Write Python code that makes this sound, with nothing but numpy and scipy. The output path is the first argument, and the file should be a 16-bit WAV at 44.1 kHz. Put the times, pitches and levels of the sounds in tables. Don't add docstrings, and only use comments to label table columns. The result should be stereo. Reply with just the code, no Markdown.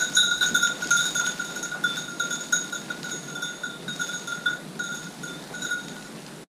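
import sys
import numpy as np
from scipy import signal
from scipy.fft import rfft, irfft, next_fast_len
from scipy.io import wavfile
from scipy.ndimage import uniform_filter1d

SR = 44100
rng = np.random.default_rng(int(sys.argv[2]) if len(sys.argv) > 2 else 0)


def generate_wav(sig):
    pcm = np.round(np.clip(np.atleast_2d(sig).T, -1, 1) * 32767).astype(np.int16)
    wavfile.write(sys.argv[1], SR, pcm)


N = 286196

# (time [s], low ring level [dB], centre of low ring [Hz], low ring t60 [s], middle ring level [dB],
#  lean of the middle ring to the lower of its two tones [dB], bright ring level [dB])
CLAPPER_BLOWS = [(0.0024, -22, 1473, 0.22, -32, -9, -24), (0.0205, -17, 1474, 0.22, -30.5, -2, -24.5),
                 (0.1216, -41, 1450, 0.23, -46, 10, -50), (0.1376, -34, 1410, 0.23, -47, 4, -31),
                 (0.1523, -36, 1480, 0.25, -37, -17, -19), (0.1688, -15, 1461, 0.33, -16, -5, -22),
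                 (0.2303, -21.5, 1405, 0.35, -42, 12, -27), (0.3135, -17, 1430, 0.19, -26.5, -4, -32.5),
                 (0.377, -29, 1455, 0.26, -32, -10, -33), (0.413, -17.5, 1460, 0.24, -21, -16, -35),
                 (0.427, -14, 1480, 0.17, -20, 1, -27), (0.439, -24.5, 1460, 0.15, -32, -3.5, -23),
                 (0.464, -22, 1466, 0.14, -34, -12, -23.5), (0.5478, -13.5, 1450, 0.26, -20, 11, -25),
                 (0.5631, -19, 1450, 0.14, -19.5, 9, -23), (0.628, -16.5, 1434, 0.35, -26, -2, -19),
                 (0.823, -22, 1455, 0.21, -36, -11, -30.5), (0.91, -12, 1407, 0.21, -31, -2, -17),
                 (0.9714, -22, 1408, 0.22, -24.5, 4, -19.5), (1.007, -20, 1466, 0.25, -26.5, -17, -26),
                 (1.058, -20, 1485, 0.26, -27, -9, -22.5), (1.1538, -21.5, 1430, 0.35, -31, 6, -24),
                 (1.1959, -17.5, 1444, 0.19, -36, 7, -29), (1.254, -29, 1416, 0.25, -30, 2, -37),
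                 (1.271, -19.5, 1463, 0.23, -34, 13, -27.5), (1.3962, -21, 1436, 0.18, -41, -3, -36),
                 (1.45, -35, 1390, 0.23, -39.5, -2, -31), (1.507, -32.5, 1477, 0.25, -46, 0, -36),
                 (1.5596, -29, 1460, 0.29, -42, -5, -27), (1.6316, -28.5, 1413, 0.16, -39.5, -6, -23.5),
                 (1.654, -28.5, 1456, 0.14, -45, -2, -32), (1.718, -26, 1437, 0.2, -41, -6, -44),
                 (1.74, -26, 1452, 0.14, -50, -5, -44), (1.841, -15, 1440, 0.19, -27, 16, -32),
                 (1.8916, -49, 1431, 0.25, -26, 20, -55), (1.9722, -21.5, 1473, 0.22, -31, -9, -29),
                 (2.05, -34, 1486, 0.2, -45, 7, -40), (2.0793, -31, 1422, 0.3, -49, -7, -40.5),
                 (2.2011, -18, 1425, 0.16, -29, -7, -29), (2.3083, -24, 1447, 0.24, -32, 10, -32),
                 (2.3294, -30, 1435, 0.16, -36, -3, -25), (2.41, -30, 1446, 0.21, -40.5, 0, -33),
                 (2.5279, -13.5, 1448, 0.28, -26, -12, -22.5), (2.6417, -32.5, 1450, 0.16, -39, -6, -41),
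                 (2.727, -24, 1426, 0.23, -36.5, -11, -30.5), (2.7501, -26, 1436, 0.16, -37, 0, -29),
                 (2.9034, -22, 1436, 0.21, -37, -8, -42), (3.0427, -30, 1436, 0.3, -40, -10, -35),
                 (3.1132, -30.5, 1467, 0.29, -38, -3.5, -31), (3.2326, -41, 1415, 0.21, -51, 4, -37),
                 (3.281, -36, 1430, 0.31, -47.5, 1, -39.5), (3.355, -28.5, 1426, 0.23, -33, 20, -37.5),
                 (3.424, -23.5, 1452, 0.37, -32.5, 6, -30.5), (3.6357, -23.5, 1438, 0.18, -36.5, 3, -40.5),
                 (3.696, -36.5, 1402, 0.33, -42.5, 1, -57), (3.8841, -22, 1484, 0.27, -32.5, -19, -42),
                 (3.9965, -24, 1424, 0.19, -44, -11, -35), (4.0127, -23, 1460, 0.2, -33.5, 1, -28),
                 (4.0873, -27.5, 1447, 0.22, -35, 4, -35), (4.1352, -27, 1461, 0.24, -36, -4, -37.5),
                 (4.276, -27, 1407, 0.18, -36, 4, -33.5), (4.319, -27, 1422, 0.32, -40, 1, -38.5),
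                 (4.4607, -15.5, 1436, 0.21, -25.5, 11, -43), (4.502, -20, 1437, 0.21, -51, 10, -39.5),
                 (4.5268, -31, 1490, 0.21, -46, -3, -44), (4.796, -23, 1447, 0.22, -36, -15, -37),
                 (4.838, -24.5, 1381, 0.27, -39, -2, -36), (4.9222, -25.5, 1432, 0.23, -40, 4, -37),
                 (4.9504, -34.5, 1433, 0.38, -45, -8, -35.5), (5.0268, -41, 1394, 0.23, -48, 4, -42),
                 (5.067, -36.5, 1458, 0.15, -56, -3, -52), (5.235, -30, 1436, 0.2, -44, 6, -35),
                 (5.277, -38, 1430, 0.23, -38, 16, -43), (5.3423, -40, 1410, 0.15, -37, 26, -53),
                 (5.5376, -32, 1448, 0.55, -46, -6, -39.5), (5.6182, -30.5, 1465, 0.45, -34, -14, -31),
                 (5.6475, -22.5, 1450, 0.23, -34, -9, -32), (5.707, -23, 1453, 0.46, -37.5, -9, -33.5),
                 (5.893, -38, 1460, 0.19, -51, 11, -43), (5.9608, -37.5, 1446, 0.28, -59, 1, -50),
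                 (6.051, -38.5, 1445, 0.16, -57, -5, -44)]
# (family [0 low .. 5 top], frequency [Hz], level offset [dB], t60 [multiple of the low ring's])
BELL_MODES = [(0, 1398, -1, 1.72), (0, 1445, 2, 0.82), (0, 1470, 0.5, 0.19), (1, 3534, 2, 1.39),
              (2, 3726, 0, 1.74), (2, 3766, -1.5, 0.34), (2, 3817, 1, 0.28), (3, 5460, -2.5, 0.5),
              (3, 5537, -2.5, 0.51), (4, 6300, -0.5, 0.94), (4, 6523, -10.5, 0.85), (4, 6628, -4, 1.78),
              (4, 6568, -6, 0.76), (4, 6925, -3, 0.25), (4, 6870, -1, 0.74), (4, 7050, 0.5, 0.25),
              (5, 10190, 0.5, 0.67), (5, 10480, -10, 0.16), (5, 10300, -11, .45), (5, 12290, -5, 0.38),
              (5, 13800, -18, 0.28), (5, 14120, -9, 0.44), (5, 14500, -18, .3)]
# (time [s], frequency [Hz])
HEARD_PITCH = [(0, 3596), (.3, 3595), (.45, 3588), (.85, 3550), (1.2, 3553), (2.25, 3531), (2.45, 3536),
               (3.0, 3543), (3.55, 3546), (4.8, 3529), (5.35, 3561), (5.75, 3550), (6.1, 3536)]
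# (time [s], loss [dB])
FUR_MUTES = [(.1, 14), (.39, 7), (.525, 15), (.69, 6.5), (1.1, 8), (1.311, 20), (2.55, 5.5), (2.93, 15),
             (4.56, 18), (5.09, 8), (5.757, 3)]
# (time [s], level [dB], centre [Hz])
TWIG_SNAPS = [(0.6733, -23, 3777), (0.8446, -26.5, 3770), (0.8724, -21, 4220), (0.915, -22, 3620),
              (1.212, -27, 3700), (1.2647, -19.5, 3660), (1.3194, -29, 3530), (1.4196, -35, 3970),
              (3.031, -25, 3760), (3.7124, -38, 3770), (4.7927, -38, 3683), (5.506, -35, 1984),
              (5.883, -27, 3490), (6.0247, -36, 3700), (6.187, -43, 2296), (6.264, -31, 3960)]
# (time [s], level [dB], centre [Hz])
LITTER_THUDS = [(0.439, -36, 223), (0.509, -28, 226), (0.699, -34, 390), (0.85, -30.5, 300),
                (1.208, -32.5, 781), (1.746, -33, 735), (2.98, -33, 312.9), (5.5, -32.5, 565.7)]
# (time [s], level of the duller part [dB], treble above that [dB])
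RUSTLE_LEVELS = [(0, -44, -1), (.12, -48.5, 4), (.38, -59, 12), (.43, -40, 0), (.6, -50, 3), (.68, -46, -5),
                 (.87, -45, 0), (1.01, -45.5, 5.5), (1.25, -44.5, 0.5), (1.79, -50, -2), (1.97, -46, 2),
                 (2.08, -53.5, 1), (2.28, -47.5, -1), (2.53, -51, 4.5), (2.8, -53, 2), (2.89, -44.5, -4.5),
                 (3.14, -52.5, 2), (3.74, -53.5, -8), (3.98, -49, 3), (4.68, -53.5, -3), (5.02, -53.5, 2.5),
                 (6.22, -52.5, -1.5), (6.44, -58, -3)]
# (frequency [Hz], relative density [dB per Hz])
LEAF_SPECTRUM = [(200, -16), (600, 16.5), (1200, 12.5), (2500, 9), (4500, 2.5), (8500, -12.5), (12000, -27),
                 (15500, -19.5)]
# (frequency [Hz], relative density [dB per Hz])
WASH_SPECTRUM = [(60, -54), (100, -19.5), (120, -25.5), (140, -0.5), (171, 2.5), (400, -5), (1220, -16.5),
                 (1450, -15), (1880, -19), (3170, -25), (3780, -18), (4910, -26), (10300, -24.5),
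                 (14300, -40), (15600, -54)]
# (time [s], level [dB])
WASH_LEVELS = [(0.0, -41.5), (0.7, -39.5), (5.08, -41), (5.33, -40), (6.26, -41), (6.42, -40.5)]
# (time [s], level [dB])
RUMBLE_LEVELS = [(0.0, -63), (0.46, -54), (0.61, -62), (1.64, -64), (1.7, -68), (6.42, -67)]
# (time [s], gain [dB])
CLOSING_FADE = [(6.435, 0), (6.445, -18), (6.465, -40), (6.49, -75)]

STEP = 16
HARD_DB = -32
FOURTH_DB, TOP_DB, FOURTH_SLOPE, TOP_SLOPE = -45.5, -45, 1, 1
BRIGHT_HZ, LOW_HZ, BRIGHT_PER_LOW = 6648, 1445, 0.9
RISE_SHARE = 0.013
LEAD_S = 0.004
SNAP_T60, SNAP_RISE_S, THUD_T60, THUD_RISE_S = 0.013, 0.00042, 0.13, 0.0048
EDGE_HZ = 15200


def bell(low_spread_hz=34, bright_spread_hz=230, swing=0.00186, chatter_db=-12, chatter_rate=90,
         echo_db=-7, echo_t60=0.24, echo_shift=0.008, contact_db=4.0, uneven_db=4.0,
         tremble=1.1e-5, detune=0.00409):
    t, rate = np.arange(N) / SR, SR / STEP
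    slow = t[::STEP]
    count = len(slow)
    shift = follow(HEARD_PITCH, slow) / BELL_MODES[3][1] * (1 + swing * drifting(count, 143.8))
    turns = np.interp(t, slow, np.cumsum(shift) / rate)

    muted_db = sum(db / (1 + np.exp(np.clip((s - slow) / 0.0031, -30, 30))) for s, db in FUR_MUTES)
    starts = np.maximum(np.round((np.array(CLAPPER_BLOWS)[:, 0] - LEAD_S) * rate), 0).astype(int)
    muted_db += contact_db * np.searchsorted(starts, np.arange(count), "right")

    size = (len(CLAPPER_BLOWS), len(BELL_MODES))
    luck_db = uneven_db * rng.standard_normal(size)
    detunings = detune * rng.standard_normal(size[0])
    phases = np.exp(2j * np.pi * rng.random(size))
    touches = rng.random(count) < chatter_rate / rate
    ahead = np.cumsum(echo_shift * (1 + 0.55 * drifting(count, 211.1))) / rate

    out, u = np.zeros(N), slow[:int(rate / 2)]
    for k, (family, hz, db, lasting) in enumerate(BELL_MODES):
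        envelope = np.zeros(count, complex)
        for blow, phase, at, luck, detuning in zip(CLAPPER_BLOWS, phases, starts, luck_db, detunings):
            s, low_db, low_hz, t60, *upper = blow
            level_db = db + [low_db, *families(*upper)][family] + luck[k] * (family > 2)
            onset = phase[k]
            if family == 0:
                level_db -= 6 * ((hz * shift[at] - low_hz) / low_spread_hz) ** 2
                onset = phase[0] * (-1) ** k * np.exp(-2j * np.pi * hz * turns[at * STEP])
            if family in (1, 2):
                onset = onset ** 0.59
            if family == 4:
                bright_hz = BRIGHT_HZ + BRIGHT_PER_LOW * (low_hz - LOW_HZ)
                level_db -= 6 * ((hz * shift[at] - bright_hz) / bright_spread_hz) ** 2
            age = u[:count - at]
            ring_t60 = t60 * lasting
            fall_db = 60 * age / ring_t60 + muted_db[at:at + len(u)] - muted_db[at]
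            swell = 1 - np.exp(-age / (RISE_SHARE * ring_t60))
            detuned = onset * np.exp(2j * np.pi * hz * detuning * age)
            envelope[at:at + len(u)] += detuned * gain_of(level_db - fall_db) * swell

        recent = uniform_filter1d(abs(envelope), 100, origin=45)
        kicks = touches * np.exp(2j * np.pi * rng.random(count)) * recent
        keep = gain_of(-60 / (0.17 * lasting * rate))
        envelope += gain_of(chatter_db) * signal.lfilter([1], [1, -keep], kicks)
        envelope *= np.exp(2j * np.pi * hz * tremble * (family > 2) * drifting(count, 9.7))

        scatter = gain_of(-60 * u / echo_t60) * np.exp(2j * np.pi * rng.random(len(u)))
        scatter *= u > 0.008
        returned = envelope * np.exp(2j * np.pi * hz * ahead)
        echo = signal.fftconvolve(returned, scatter / np.linalg.norm(scatter))[:count]
        envelope += gain_of(echo_db) * echo
        out += (np.interp(t, slow, envelope) * np.exp(2j * np.pi * hz * turns)).real
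    return out


def families(middle_db, lean_db, bright_db):
    lower_db = middle_db + min(lean_db, 0)
    upper_db = middle_db - max(lean_db, 0)
    fourth_db = FOURTH_DB + FOURTH_SLOPE * (bright_db - HARD_DB)
    top_db = TOP_DB + TOP_SLOPE * ((middle_db + bright_db) / 2 - HARD_DB)
    return [lower_db, upper_db, fourth_db, bright_db, top_db]


def ticks(click_db=-1, t60=0.019, splash_db=-4, splash_t60=0.21):
    out, u = np.zeros(N), np.arange(4000) / SR
    shape = gain_of(click_db - 60 * u / t60) + gain_of(splash_db - 60 * u / splash_t60)
    noises = rng.standard_normal((len(CLAPPER_BLOWS), 4000))
    for (s, *row), noise in zip(CLAPPER_BLOWS, noises):
        top_db = families(*row[-3:])[-1]
        add(out, max(s - LEAD_S, 0), gain_of(top_db) * shape * noise)
    return signal.sosfilt(signal.butter(1, 4000, "high", fs=SR, output="sos"), out)


def snaps():
    twigs = bursts(TWIG_SNAPS, 1.6, SNAP_RISE_S, SNAP_T60)
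    return twigs + bursts(LITTER_THUDS, 1.48, THUD_RISE_S, THUD_T60)


def bursts(table, width, rise, t60):
    out, u = np.zeros(N), np.arange(6000) / SR
    for (s, db, hz), noise in zip(table, rng.standard_normal((len(table), 6000))):
        b, a = signal.butter(2, [hz / width, min(hz * width, 15000)], "band", fs=SR)
        shape = gain_of(db - 60 * u / t60) * (1 - np.exp(-u / rise))
        add(out, s, shape * evened(signal.lfilter(b, a, noise)))
    return out


def trunks(x, t60=0.36):
    taps = np.zeros(SR // 2)
    at = np.arange(400, SR // 2 - 20, 20) + rng.integers(0, 20, (SR // 2 - 401) // 20)
    taps[at] = rng.choice([-1., 1.], len(at)) * gain_of(-60 * at / SR / t60)
    return signal.fftconvolve(x, taps / np.linalg.norm(taps))[:N]


def rustle(crackles_per_s=1500, spread_db=4.5, hiss=0.75):
    t = np.arange(N) / SR
    struck = rng.random(N) < crackles_per_s / SR
    sizes = gain_of(spread_db * np.minimum(rng.exponential(1, N), 5)) * struck
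    decay = np.exp(-np.arange(400) / 60)
    grains = signal.oaconvolve(sizes, decay)[:N] * rng.standard_normal(N)
    leaves = coloured(evened(grains) + hiss * rng.standard_normal(N), LEAF_SPECTRUM)
    dull = signal.sosfiltfilt(signal.butter(2, 5500, fs=SR, output="sos"), leaves)
    treble = gain_of(follow(RUSTLE_LEVELS, t, column=2)) * evened(leaves - dull)
    return gain_of(follow(RUSTLE_LEVELS, t)) * (evened(dull) + treble)


def wash(patchy_db=1.5):
    frames = N // 256 + 5
    real, imaginary, patches = rng.standard_normal((frames, 513, 3)).T
    patches = evened(uniform_filter1d(uniform_filter1d(patches, 10, 0), 14, 1))
    spectra = (real + 1j * imaginary) * gain_of(patchy_db * patches)
    noise = signal.istft(spectra, nperseg=1024, noverlap=768)[1][:N]
    t = np.arange(N) / SR
    band = signal.butter(2, [22, 62], "band", fs=SR, output="sos")
    low = signal.sosfilt(band, rng.standard_normal(N))
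    distant = gain_of(follow(WASH_LEVELS, t)) * evened(coloured(noise, WASH_SPECTRUM))
    return distant + gain_of(follow(RUMBLE_LEVELS, t)) * evened(low)


def gain_of(db):
    return 10 ** (np.asarray(db) / 20)


def evened(x):
    return x / np.sqrt(np.mean(abs(x) ** 2) + 1e-20)


def read(points, hz):
    f, value = np.transpose(points)
    return np.interp(np.log(hz + 1), np.log(f + 1), value)


def follow(rows, t, column=1):
    rows = np.array(rows)
    return np.interp(t, rows[:, 0], rows[:, column])


def add(mix, s, sound):
    part = mix[round(s * SR):][:len(sound)]
    part += sound[:len(part)]


def coloured(x, points):
    size = next_fast_len(N)
    gains = gain_of(read(points, np.fft.rfftfreq(size, 1 / SR)))
    return irfft(rfft(x, size) * gains, size)[:N]


def drifting(size, smooth):
    once = uniform_filter1d(rng.standard_normal(size), int(smooth))
    return evened(uniform_filter1d(once, int(smooth)))


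def scene():
    clicks = snaps() + ticks()
    mix = bell() + clicks + gain_of(-6.5) * trunks(clicks) + rustle() + wash()
    return np.array([mix, mix])


def record(dry):
    smear = rng.standard_normal(3000) * np.hanning(3000)
    top = signal.sosfilt(signal.butter(24, 11400, "high", fs=SR, output="sos"), dry.mean(0))
    side = gain_of(-5) * signal.oaconvolve(top, smear / np.linalg.norm(smear), "same")
    wide = (dry + np.array([side, -side])) * gain_of(follow(CLOSING_FADE, np.arange(N) / SR))
    band_limit = signal.firwin(511, EDGE_HZ, window=("kaiser", 9), fs=SR)
    return signal.oaconvolve(wide, band_limit[None], "same")


dry = scene()
out = record(dry)
generate_wav(out)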